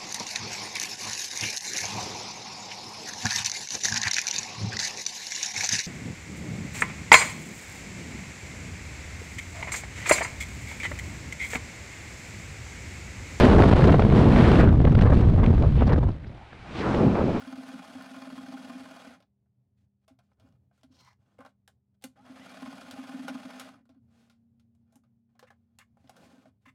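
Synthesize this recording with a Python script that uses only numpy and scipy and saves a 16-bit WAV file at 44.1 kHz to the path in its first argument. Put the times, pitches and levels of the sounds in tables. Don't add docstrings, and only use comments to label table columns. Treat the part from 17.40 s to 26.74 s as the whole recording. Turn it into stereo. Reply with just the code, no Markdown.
import sys
import numpy as np
from scipy import signal
from scipy.fft import rfft, irfft, next_fast_len
from scipy.io import wavfile
from scipy.ndimage import uniform_filter1d, map_coordinates

SR = 44100
rng = np.random.default_rng(int(sys.argv[2]) if len(sys.argv) > 2 else 0)


def master(y):
    cut = np.clip(np.atleast_2d(y).T, -1, 1)
    pcm = np.round(cut * 32767)
    wavfile.write(sys.argv[1], SR, pcm.astype(np.int16))


N = 411891

# t/s, rate/(stitches/s)
SPEED = [(0, 18.78), (1.66, 18.78), (1.73, 10.5), (1.78, 6.5), (1.83, 5), (1.92, 0), (4.74, -1),
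         (4.76, 5.6), (4.83, 7), (4.91, 9), (4.97, 11.9), (5.03, 16), (5.14, 18.5), (5.22, 19.3),
         (6.17, 19.3), (6.3, 10.7), (6.35, 7), (6.4, 4.8), (6.5, 1.5)]
# t/s of one needle thump, belt position/laps
RUN_MARKS = [(0.8134, 0.41), (5.7372, 0.11)]
# t/s, level/dB
THUMP_LEVELS = [
    [(0, -47), (.07, -32.5), (.2, -36), (.35, -36.5), (.47, -44), (.56, -36.5), (.65, -43.5), (.82, -37.5),
     (.95, -35), (1.36, -36.5), (1.47, -42.5), (1.62, -51), (1.67, -38), (1.74, -63)],
    [(4.88, -41.5), (5.16, -51.5), (5.23, -31.5), (5.285, -33.5), (5.335, -44), (5.5, -44), (5.59, -34.5),
     (5.66, -41.5), (5.74, -32.5), (5.95, -32.5), (6.0, -44), (6.055, -33), (6.15, -68), (6.19, -61),
     (6.36, -69.5)],
]
# phase/stitches, level/dB
CAM_LOAD = [(.1, 2.5), (.24, 0), (.32, -4.5), (.58, -4.5), (.66, 2), (.85, 0)]
# phase/stitches, level/dB, swing/dB
LINKAGE = [(.63, -24, 3), (1.07, -24, -3)]
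# f/Hz, level/dB, t60/s
CASING_MODES = [(260, -3, 0.15), (245.9, -9.5, 0.14), (220.7, -15, 0.12), (180.8, -13, 0.087),
                (534, -25, 0.059)]
# f/Hz, bandwidth/Hz, level/dB
SHELL_MODES = [(544.6, 40, -7), (668, 39, -1), (793, 30, -1.5), (900, 29, -9.5), (1056, 40, -5.5),
               (1212, 43, -5), (1370, 51, -7.5), (1455.5, 59, -4), (1560, 66, -9.5), (1785, 32, -10),
               (2206, 39, -12.5), (2430, 32, -10.5), (2800, 76, -12.5), (3310, 130, -14.5),
               (4350, 180, -21.5), (4680, 260, -21), (5170, 75, -20), (6370, 140, -23.5),
               (10100, 450, -31.5)]
PLATE_MODES = [(980, 200, -1), (2110, 220, -5), (3070, 400, -11.5), (4200, 380, -6), (5560, 900, -11)]
SKID_MODES = [(1120, 180, -0.5), (1760, 152, 0.5), (2120, 120, 1.5), (2780, 230, -6), (3550, 180, -11),
              (6500, 5000, -25)]
# t/s, level/dB
KNOCKS = [(2.706, -53), (3.039, -56), (3.439, -52), (3.501, -53.5), (3.993, -47.5), (4.049, -55.5),
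          (4.642, -38.5), (6.206, -46), (6.287, -54), (6.35, -54), (6.406, -58), (6.496, -51.5),
          (6.56, -52.5), (7.556, -54.5), (8.641, -54.5), (8.858, -56), (8.929, -54), (8.978, -53.5),
          (9.066, -54), (9.268, -52)]
# t/s, level/dB, relative low part/dB, relative sizzle/dB, note f/Hz, t60/s
CLACKS = [(1.706, -57.5, 3, -14, 1410, .07), (.622, -40.5, -12, -12.5, 780, 0.037),
          (.744, -51, 7.5, -16, 1470, .06), (4.613, -68.5, -8, -14, 790, 0.099),
          (5.094, -49.5, -0.5, -14, 1430, .05), (5.221, -45, -2, -12.5, 684, 0.043),
          (5.259, -48.5, 5.5, -17, 1060, .07), (1.8031, -56, -3.5, -12.5, 577, 0.053),
          (1.8242, -57.5, -11, -22, 720, 0.055), (2.0594, -94, 14, -8, 680, 0.056),
          (2.6793, -56, -2.5, -7.5, 653, 0.13), (2.789, -59.5, 0.5, -12, 700, 0.069),
          (2.9164, -79.5, 15, -11, 1020, 0.036), (2.9979, -58, -7.5, -13.5, 653, 0.083),
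          (3.3117, -84, 15, -10, 700, 0.08), (3.377, -74.5, 1, -1.5, 1400, 0.12),
          (3.4324, -52.5, -7, -10.5, 644, 0.072), (3.9885, -60.5, 12, -9, 513, 0.09),
          (4.0044, -60, 11, -7, 1184, 0.15), (4.0493, -56.5, 8, -8.5, 1195, 0.078),
          (4.0611, -51, 3.5, -13.5, 934, 0.043), (4.2767, -49, -2, -5, 1661, 0.062),
          (4.6225, -53, -9.5, -5.5, 776, 0.24), (4.6395, -34, -7, -2.5, 534, 0.054),
          (5.5097, -34.5, -13, -11, 1430, 0.082), (5.881, -29.5, -1, -14, 1444, 0.08),
          (6.1965, -33, -11, -8.5, 1250, 0.11), (6.4542, -70, -0.5, -8, 1420, 0.079),
          (6.4918, -60.5, -3, -16, 655, 0.12), (6.545, -78.5, 7, -12, 724, 0.068),
          (7.197, -63, -13.5, -11, 1396, 0.076), (7.5236, -69, 0.5, 1, 660, 0.14),
          (7.5561, -60.5, -3.5, 2.5, 834, 0.072), (7.6366, -73, 2, -11, 1220, 0.12),
          (7.9523, -74.5, 9, -10.5, 730, 0.078), (7.993, -46, -6, -11, 1710, 0.06),
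          (8.0273, -51, 3, -18, 507, 0.081), (8.104, -57, 8.5, -10, 1680, 0.072),
          (8.387, -42.5, -9.5, -5, 1898, 0.043), (8.5706, -79.5, 20.5, 3, 690, 0.043),
          (8.6417, -68, 4, -15, 667, 0.079), (8.6741, -53.5, -7, -27, 1400, 0.034),
          (8.6944, -44, 0.5, -8, 756, 0.048), (8.765, -53.5, -2.5, -7, 1400, 0.1096),
          (9.0554, -60, 7, -16.5, 640, 0.057), (6.8979, -56, -9, -11.5, 1420, 0.16),
          (7.3492, -76.5, -2.5, -2.5, 684, 0.075), (9.2575, -60, 5, -15, 1050, 0.069)]
# start/s, peak/s, end/s, level/dB, relative hiss/dB
RUBS = [(2.36, 2.4, 2.47, -89.5, 2.5), (2.604, 2.675, 2.65, -82, -2.5), (2.818, 2.83, 2.9, -82, -6.5),
        (2.882, 2.91, 2.96, -79, -15), (2.966, 3.07, 3.1, -71, -17), (3.09, 3.13, 3.18, -75, -17),
        (3.32, 3.34, 3.5, -82, -2), (3.48, 3.663, 3.62, -70, -6), (3.852, 3.883, 4.02, -74, -13.5),
        (4.07, 4.07, 4.13, -76, -3), (4.539, 4.548, 4.56, -83, -4), (6.5, 6.55, 6.61, -83.5, -21),
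        (6.668, 6.8, 6.94, -71.5, -5.5), (7.455, 7.553, 7.6, -78, -16), (7.892, 7.3, 9.3, -88, -10),
        (8.562, 8.658, 8.8, -75.5, -5.5), (8.685, 8.86, 9.12, -60, -10.5), (3.785, 3.81, 3.875, -79, -9),
        (9.205, 9.225, 9.33, -81, -6)]
# start/s, peak/s, end/s
DRAGS = [(3.55, 3.67, 3.76), (3.49, 3.6, 3.75)]
# t/s, level/dB
SNAGS = [(2.932, -72), (3.087, -64.5), (3.123, -67), (3.411, -65), (3.5246, -60), (3.567, -57),
         (3.6064, -50.5), (3.6478, -51.5), (3.729, -60.5)]
# start/s, peak/s, end/s, level/dB
SKIDS = [(3.983, 3.985, 4, -64.5), (8.068, 8.076, 8.095, -63), (8.134, 8.134, 7.88, -69),
         (8.384, 8.412, 8.44, -59), (9.254, 9.261, 9.276, -57.5), (9.272, 9.288, 9.306, -57.5)]
# f/Hz, relative spectral density/dB
RATTLE_SPECTRUM = [(50, -24.5), (85, -13), (140, -14), (190, -31.5), (330, -19.5), (422, -12), (472, -4.5),
                   (664, 2.5), (956, -8), (1420, -6), (2200, -13.5), (2860, -44.5), (4840, -120)]
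TICK_SPECTRUM = [(1060, -34.5), (1800, -0.5), (2470, 1), (2610, -0.5), (3270, 0.5), (7140, -10.5),
                 (10400, -13.5), (15700, -30)]
SNAP_SPECTRUM = [(1200, -22.5), (2000, -2.5), (3400, 1.5), (5500, -4), (8000, -25.5)]
SIZZLE_SPECTRUM = [(4000, -22.5), (6500, -1), (8000, -1.5), (10500, -4.5), (14000, -11), (16300, -16)]
SCRAPE_SPECTRUM = [(88, -45), (150, -1), (221, 8.5), (371, -8.5), (498, -2), (1620, -20.5), (1860, -32.5),
                   (2500, -23), (3250, -40), (5500, -120)]
HISS_SPECTRUM = [(1060, -14), (1800, -1), (2340, -3), (3630, -4), (4310, -4), (4640, -7), (7470, -9.5),
                 (15500, -24)]
RUMBLE_SPECTRUM = [(18, -49.5), (40, -22), (90, 3.5), (107, 0), (125, 2.5), (150, -10), (250, -13.5),
                   (345, -26.5), (450, -29), (684, -30), (1280, -44.5), (4910, -53.5), (16000, -57)]
# f/Hz, level/dB
STEREO_TILT = [(250, 0), (600, .6), (1200, -2), (2400, -.9), (4800, 1.8), (9000, 2.4), (14000, -.4)]
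# f/Hz, phase/rad
STEREO_LEAD = [(300, 0.26), (800, 0.084), (1900, 0.92), (2330, 0.25), (3000, 0.7), (10000, .1)]
# f/Hz, t60/s, level/dB
REVERB = [(249, .3, -32), (501, 0.28, -19.5), (840, 0.12, -4.5), (1310, 0.087, -6), (4970, 0.15, -8),
          (9200, 0.12, -3.5), (13860, 0.088, -6.5)]
# t/s, level/dB
RUMBLE_LEVELS = [(0, -67.5), (2.3, -71.5), (2.44, -69), (2.55, -74.5), (2.9, -68), (3.05, -58.5),
                 (3.2, -70), (3.6, -66.5), (4.3, -70.5), (7, -70), (9.34, -67.5)]
# f/Hz, level/dB
HUMS = [(123.8, -79), (199.2, -78), (398.4, -95)]

BELT_LAPS_PER_STITCH = .362
THUMP_SWING_DB, THUMP_LAG_CYCLES = 2, .2
LIMP_DB, LIMP_LAG_CYCLES = 1.1, .66
RATTLE_DB, TREBLE_DB, HOLLOW_DB = -52.5, -5, -55
RATTLE_LOSS_DB, TREBLE_LOSS_DB, HOLLOW_LOSS_DB = 4, 2, 3
WHINE_CYCLES_PER_STITCH, WHINE_DB, PULL_DB = 130.5, -21, 12
FULL_PULL = 20
CHOKE_S = .0091
DRAG_DB, RASP_DB = -67, 3
TABLE_DELAY_S, TABLE_DB, TABLE_CUTOFF_HZ = .0031, -11, 796
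APPLIANCE_ON_S, APPLIANCE_OFF_S, APPLIANCE_HZ = 6.33, 8.65, 231.5
APPLIANCE_DB, APPLIANCE_FADE_DB_PER_S = -66.5, 2.4
BASS_CUTOFF_HZ, TOP_HZ = 45, 16400


def needle():
    _, stitch, belt = shaft()
    at = passes(stitch, 0)
    swing_db = THUMP_SWING_DB * np.cos(2 * np.pi * (2 * belt - THUMP_LAG_CYCLES))
    level_db = contour(*THUMP_LEVELS) + swing_db
    return thumps(list(zip(at / SR, level_db[at])), rise_s=.0086, scatter_db=2.5)


def thumps(blows, rise_s, scatter_db):
    out, t = np.zeros(N + SR), np.arange(SR // 4) / SR
    draws = rng.standard_normal((len(blows), len(CASING_MODES)))
    blows = sorted(blows)
    gaps = np.diff([s for s, db in blows], append=np.inf)
    for (s, db), gap, draw in zip(blows, gaps, draws):
        ring = sum(amp(level + scatter_db * d - 60 * t / t60) * np.sin(2 * np.pi * hz * t)
                   for (hz, level, t60), d in zip(CASING_MODES, draw))
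        ring *= (1 - np.exp(-t / rise_s)) ** 2
        choke = np.clip((gap - t) / CHOKE_S + .5, 0, 1)
        out[round(s * SR):][:len(t)] += amp(db) * ring / np.abs(ring).max() * choke
    return out[:N]


def motor():
    rate, stitch, belt = shaft()
    speed = rate / rate.max()
    slowness = (1 / np.clip(speed, .08, 1) - 1) ** 1.51
    rattle_db = RATTLE_DB - RATTLE_LOSS_DB * slowness
    treble_db = TREBLE_DB - np.minimum(TREBLE_LOSS_DB * slowness, 12)
    load_db = np.interp(stitch, *np.transpose(CAM_LOAD), period=1)
    load_db += LIMP_DB * np.cos(2 * np.pi * (stitch + belt - LIMP_LAG_CYCLES))
    clatter = amp(-4) * cams(stitch, load_db) * np.sqrt(speed)
    rattle = amp(rattle_db) * (clatter + gears(load_db, treble_db))
    casing = [(hz, 2.6 / t60, db) for hz, db, t60 in sorted(CASING_MODES)]
    hollow = amp(HOLLOW_DB - HOLLOW_LOSS_DB * slowness) * noise(lambda hz: modes(casing, hz))
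    return rattle + hollow + commutator(rate, rattle_db) + linkage(stitch, belt, speed, rattle_db)


def cams(stitch, load_db):
    beats = np.diff(np.floor(3 * stitch + .72 + .06 * wobble(45)), prepend=0) > 0
    strays = rng.random(N) < 130 / SR * amp(load_db)
    return unit(struck((beats + .55 * strays) * amp(.7 * load_db), scatter_db=3.5))


def gears(load_db, treble_db):
    low = grainy(RATTLE_SPECTRUM, per_s=300, spread_db=6, grains_db=-6.5)
    high = grainy(TICK_SPECTRUM, per_s=390, spread_db=2, grains_db=-4)
    shake_db = .68 * wobble(30)
    return low * amp(load_db - 4 + shake_db) + high * amp(treble_db - 2.5 + load_db / 2 + shake_db)


def commutator(rate, rattle_db):
    pull = uniform_filter1d(np.clip(np.abs(np.gradient(rate)) * SR / FULL_PULL, 0, 1), size=3000)
    pitch_hz = WHINE_CYCLES_PER_STITCH * rate * (1 + (.003 + .03 * pull) * wobble(400))
    phase = 2 * np.pi * np.cumsum(pitch_hz) / SR
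    whine = np.sin(phase) + .6 * pull * np.sin(1.5 * phase)
    whine *= amp(rattle_db + WHINE_DB + PULL_DB * pull + 4 * wobble(45))
    return whine + 2 * filtered(whine, lambda hz: modes(SHELL_MODES, hz))


def linkage(stitch, belt, speed, rattle_db):
    blows = np.zeros(N)
    for place, db, swing_db in LINKAGE:
        at = passes(stitch, place)
        level_db = db + swing_db * np.cos(2 * np.pi * belt[at]) + rattle_db[at] - RATTLE_DB
        blows[at] = amp(level_db) * speed[at] ** 3
    return struck(blows, scatter_db=1.5, length_s=.0019)


def shaft():
    rate = np.clip(contour(SPEED), 0, None)
    turns = np.cumsum(rate) / SR
    marks, laps = np.transpose(RUN_MARKS)
    run = (np.arange(N) / SR > marks.mean()).astype(int)
    stitch = turns - turns[np.round(marks * SR).astype(int)][run]
    return rate, stitch, laps[run] + BELT_LAPS_PER_STITCH * stitch


def clacks():
    def dull_shell(hz):
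        low_modes = modes(SHELL_MODES, hz) / (1 + (hz / 2800) ** 4)
        return amp(along(RATTLE_SPECTRUM, hz) - 7.5) + low_modes

    snap, sizzle, puff, note = np.zeros((4, N + SR))
    t = np.arange(SR // 4) / SR
    attack = 1 - np.exp(-t / .00054)
    for s, db, low_db, sizzle_db, hz, t60 in CLACKS:
        span = slice(round(s * SR), round(s * SR) + len(t))
        decay = amp(-60 * t / t60)
        snap[span] += amp(db - 12.5) * (decay + 1.2 * amp(-60 * t / .012)) * attack
        sizzle[span] += amp(db + sizzle_db - 11.5) * (decay + 2.5 * amp(-60 * t / .015)) * attack
        puff[span] += amp(db + low_db - 5) * decay ** .76 * attack
        ring = decay ** (hz / 600) * np.sin(2 * np.pi * hz * t)
        note[span] += amp(db + low_db + 1.5) * ring * attack
    return (snap[:N] * noise(lambda hz: amp(along(SNAP_SPECTRUM, hz)))
            + sizzle[:N] * noise(lambda hz: amp(along(SIZZLE_SPECTRUM, hz)))
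            + puff[:N] * noise(dull_shell) + note[:N])


def rubs():
    scrape_gain, hiss_gain = np.zeros((2, N))
    for start, peak, end, db, hiss_db in RUBS:
        scrape_gain += amp(db) * stroke(start, peak, end, power=.89)
        hiss_gain += amp(db + hiss_db) * stroke(start, peak, end, power=1.3)
    slips = unit(struck(rng.random(N) < 700 / SR, scatter_db=3))
    scrape = grainy(SCRAPE_SPECTRUM, per_s=230, spread_db=6, grains_db=-10.5) + amp(-6.5) * slips
    hiss = grainy(HISS_SPECTRUM, per_s=510, spread_db=6, grains_db=-7) * amp(1.8 * wobble(70))
    rings = noise(lambda hz: np.array([modes(part, hz) for part in np.split(PLATE_MODES, [2])]))
    drag = sum(stroke(*span, power=1.5) * ring for span, ring in zip(DRAGS, rings))
    rasp = amp(DRAG_DB + RASP_DB * wobble(90)) * drag
    return rasp + amp(1.1 * wobble(35)) * (scrape_gain * scrape + hiss_gain * hiss)


def snags():
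    s, db = np.transpose(SNAGS)
    hits = np.zeros(N)
    hits[np.round(s * SR).astype(int)] = amp(db + 14)
    plate = lambda hz: modes(PLATE_MODES, hz) + amp(along(HISS_SPECTRUM, hz) - 10.5)
    return filtered(bursts(hits, length_s=.0014), plate)


def skids():
    gain = sum(amp(db) * stroke(start, peak, end, power=.94) for start, peak, end, db in SKIDS)
    return gain * amp(1.3 * wobble(200)) * noise(lambda hz: modes(SKID_MODES, hz))


def table_reflection(x):
    def paths(hz):
        left = amp(along(STEREO_TILT, hz) / 2) * np.exp(.5j * along(STEREO_LEAD, hz))
        echo = amp(TABLE_DB) * np.exp(-2j * np.pi * hz * TABLE_DELAY_S)
        echo /= 1 + (TABLE_CUTOFF_HZ / (hz + 1)) ** 4
        return np.array([(1 + echo) * left, (1 - echo) / left])

    return filtered(x, paths)


def reverberation(x):
    hz, t, spectra = signal.stft(rng.standard_normal((2, SR // 3)), SR, nperseg=256)
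    t60, db = along(REVERB, hz)[:, None], along(REVERB, hz, column=2)[:, None]
    tail = signal.istft(spectra * amp(db - 60 * t / t60) / np.sqrt(t60 * SR / 14), SR, nperseg=256)[1]
    return signal.fftconvolve(np.pad(x, (150, 0))[None], tail, axes=1)[:, :N]


def background():
    t = np.arange(N) / SR
    tone = lambda hz: np.sqrt(2) * np.sin(2 * np.pi * hz * t)
    mid, side = filtered(rng.standard_normal((2, N)), lambda hz: amp(along(RUMBLE_SPECTRUM, hz)))
    side = filtered(side, lambda hz: amp(along([(100, -20.5), (500, -8), (2000, -1.5)], hz)))
    rumble = unit(np.array([mid + side, mid - side]))
    hum = sum(amp(db + 1.3 * wobble(6)) * tone(hz) for hz, db in HUMS)
    running = uniform_filter1d(1. * (t > APPLIANCE_ON_S) * (t < APPLIANCE_OFF_S), size=4000)
    appliance_db = APPLIANCE_DB - APPLIANCE_FADE_DB_PER_S * (t - APPLIANCE_ON_S) + .75 * wobble(2.1)
    appliance = running * amp(appliance_db) * tone(APPLIANCE_HZ)
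    return amp(contour(RUMBLE_LEVELS) + 2.6 * wobble(14)) * rumble + hum + appliance


def struck(blows, scatter_db, length_s=.0022):
    at, drives = np.flatnonzero(blows), np.zeros((len(SHELL_MODES), N))
    drives[:, at] = blows[at] * amp(scatter_db * rng.standard_normal((len(at), len(SHELL_MODES)))).T
    each_mode = lambda hz: np.array([modes([row], hz) for row in SHELL_MODES])
    return filtered(bursts(drives, length_s), each_mode).sum(axis=0)


def grainy(spectrum, per_s, spread_db, grains_db):
    size = amp(spread_db * np.clip(rng.exponential(size=N), 0, 2.5))
    grains = bursts((rng.random(N) < per_s / SR) * size, length_s=.001)
    drive = rng.standard_normal(N) + amp(grains_db) * unit(grains)
    return unit(filtered(drive, lambda hz: amp(along(spectrum, hz))))


def bursts(hits, length_s):
    pole = np.exp(-1 / (length_s * SR))
    envelope = signal.lfilter([1], np.convolve([1, -pole], [1, -pole]), hits) * (1 - pole)
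    return envelope * rng.standard_normal(hits.shape)


def modes(peaks, f):
    return sum((-1) ** k * amp(db) * 1j * f * width / (f0 * f0 - f * f + 1j * f * width)
               for k, (f0, width, db) in enumerate(peaks))


def noise(response):
    return unit(filtered(rng.standard_normal(N), response))


def filtered(x, response):
    size = next_fast_len(N + SR // 2)
    return irfft(rfft(x, size) * response(np.fft.rfftfreq(size, 1 / SR)), size)[..., :N]


def passes(stitch, place):
    return np.flatnonzero(np.diff(np.floor(stitch - place)) == 1)


def stroke(start, peak, end, power):
    return np.sin(np.pi * np.interp(np.arange(N) / SR, [start, peak, end], [0, .5, 1])).clip(0) ** power


def wobble(per_s):
    return map_coordinates(rng.standard_normal(int(N * per_s / SR) + 4), [np.arange(N) * per_s / SR])


def contour(*tables):
    t = np.arange(N) / SR
    inside = np.any([(t >= rows[0][0]) & (t <= rows[-1][0]) for rows in tables], axis=0)
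    return np.interp(t, *np.vstack(tables).T) - 60 * uniform_filter1d(1. - inside, size=700)


def along(table, hz, column=1):
    columns = np.transpose(table)
    return np.interp(np.log(hz + 1), np.log(columns[0] + 1), columns[column])


def amp(db):
    return 10 ** (np.asarray(db) / 20)


def unit(x):
    return x / np.sqrt(np.mean(x ** 2) + 1e-20)


def scene():
    near = motor() + needle() + thumps(KNOCKS, rise_s=.0047, scatter_db=1.5)
    near = near + clacks() + rubs() + snags() + skids()
    return table_reflection(near) + reverberation(near) + background()


def record(dry):
    return filtered(dry, lambda hz: (1j * hz / (1j * hz + BASS_CUTOFF_HZ)) ** 2 * (hz < TOP_HZ))


dry = scene()
out = record(dry)
master(out)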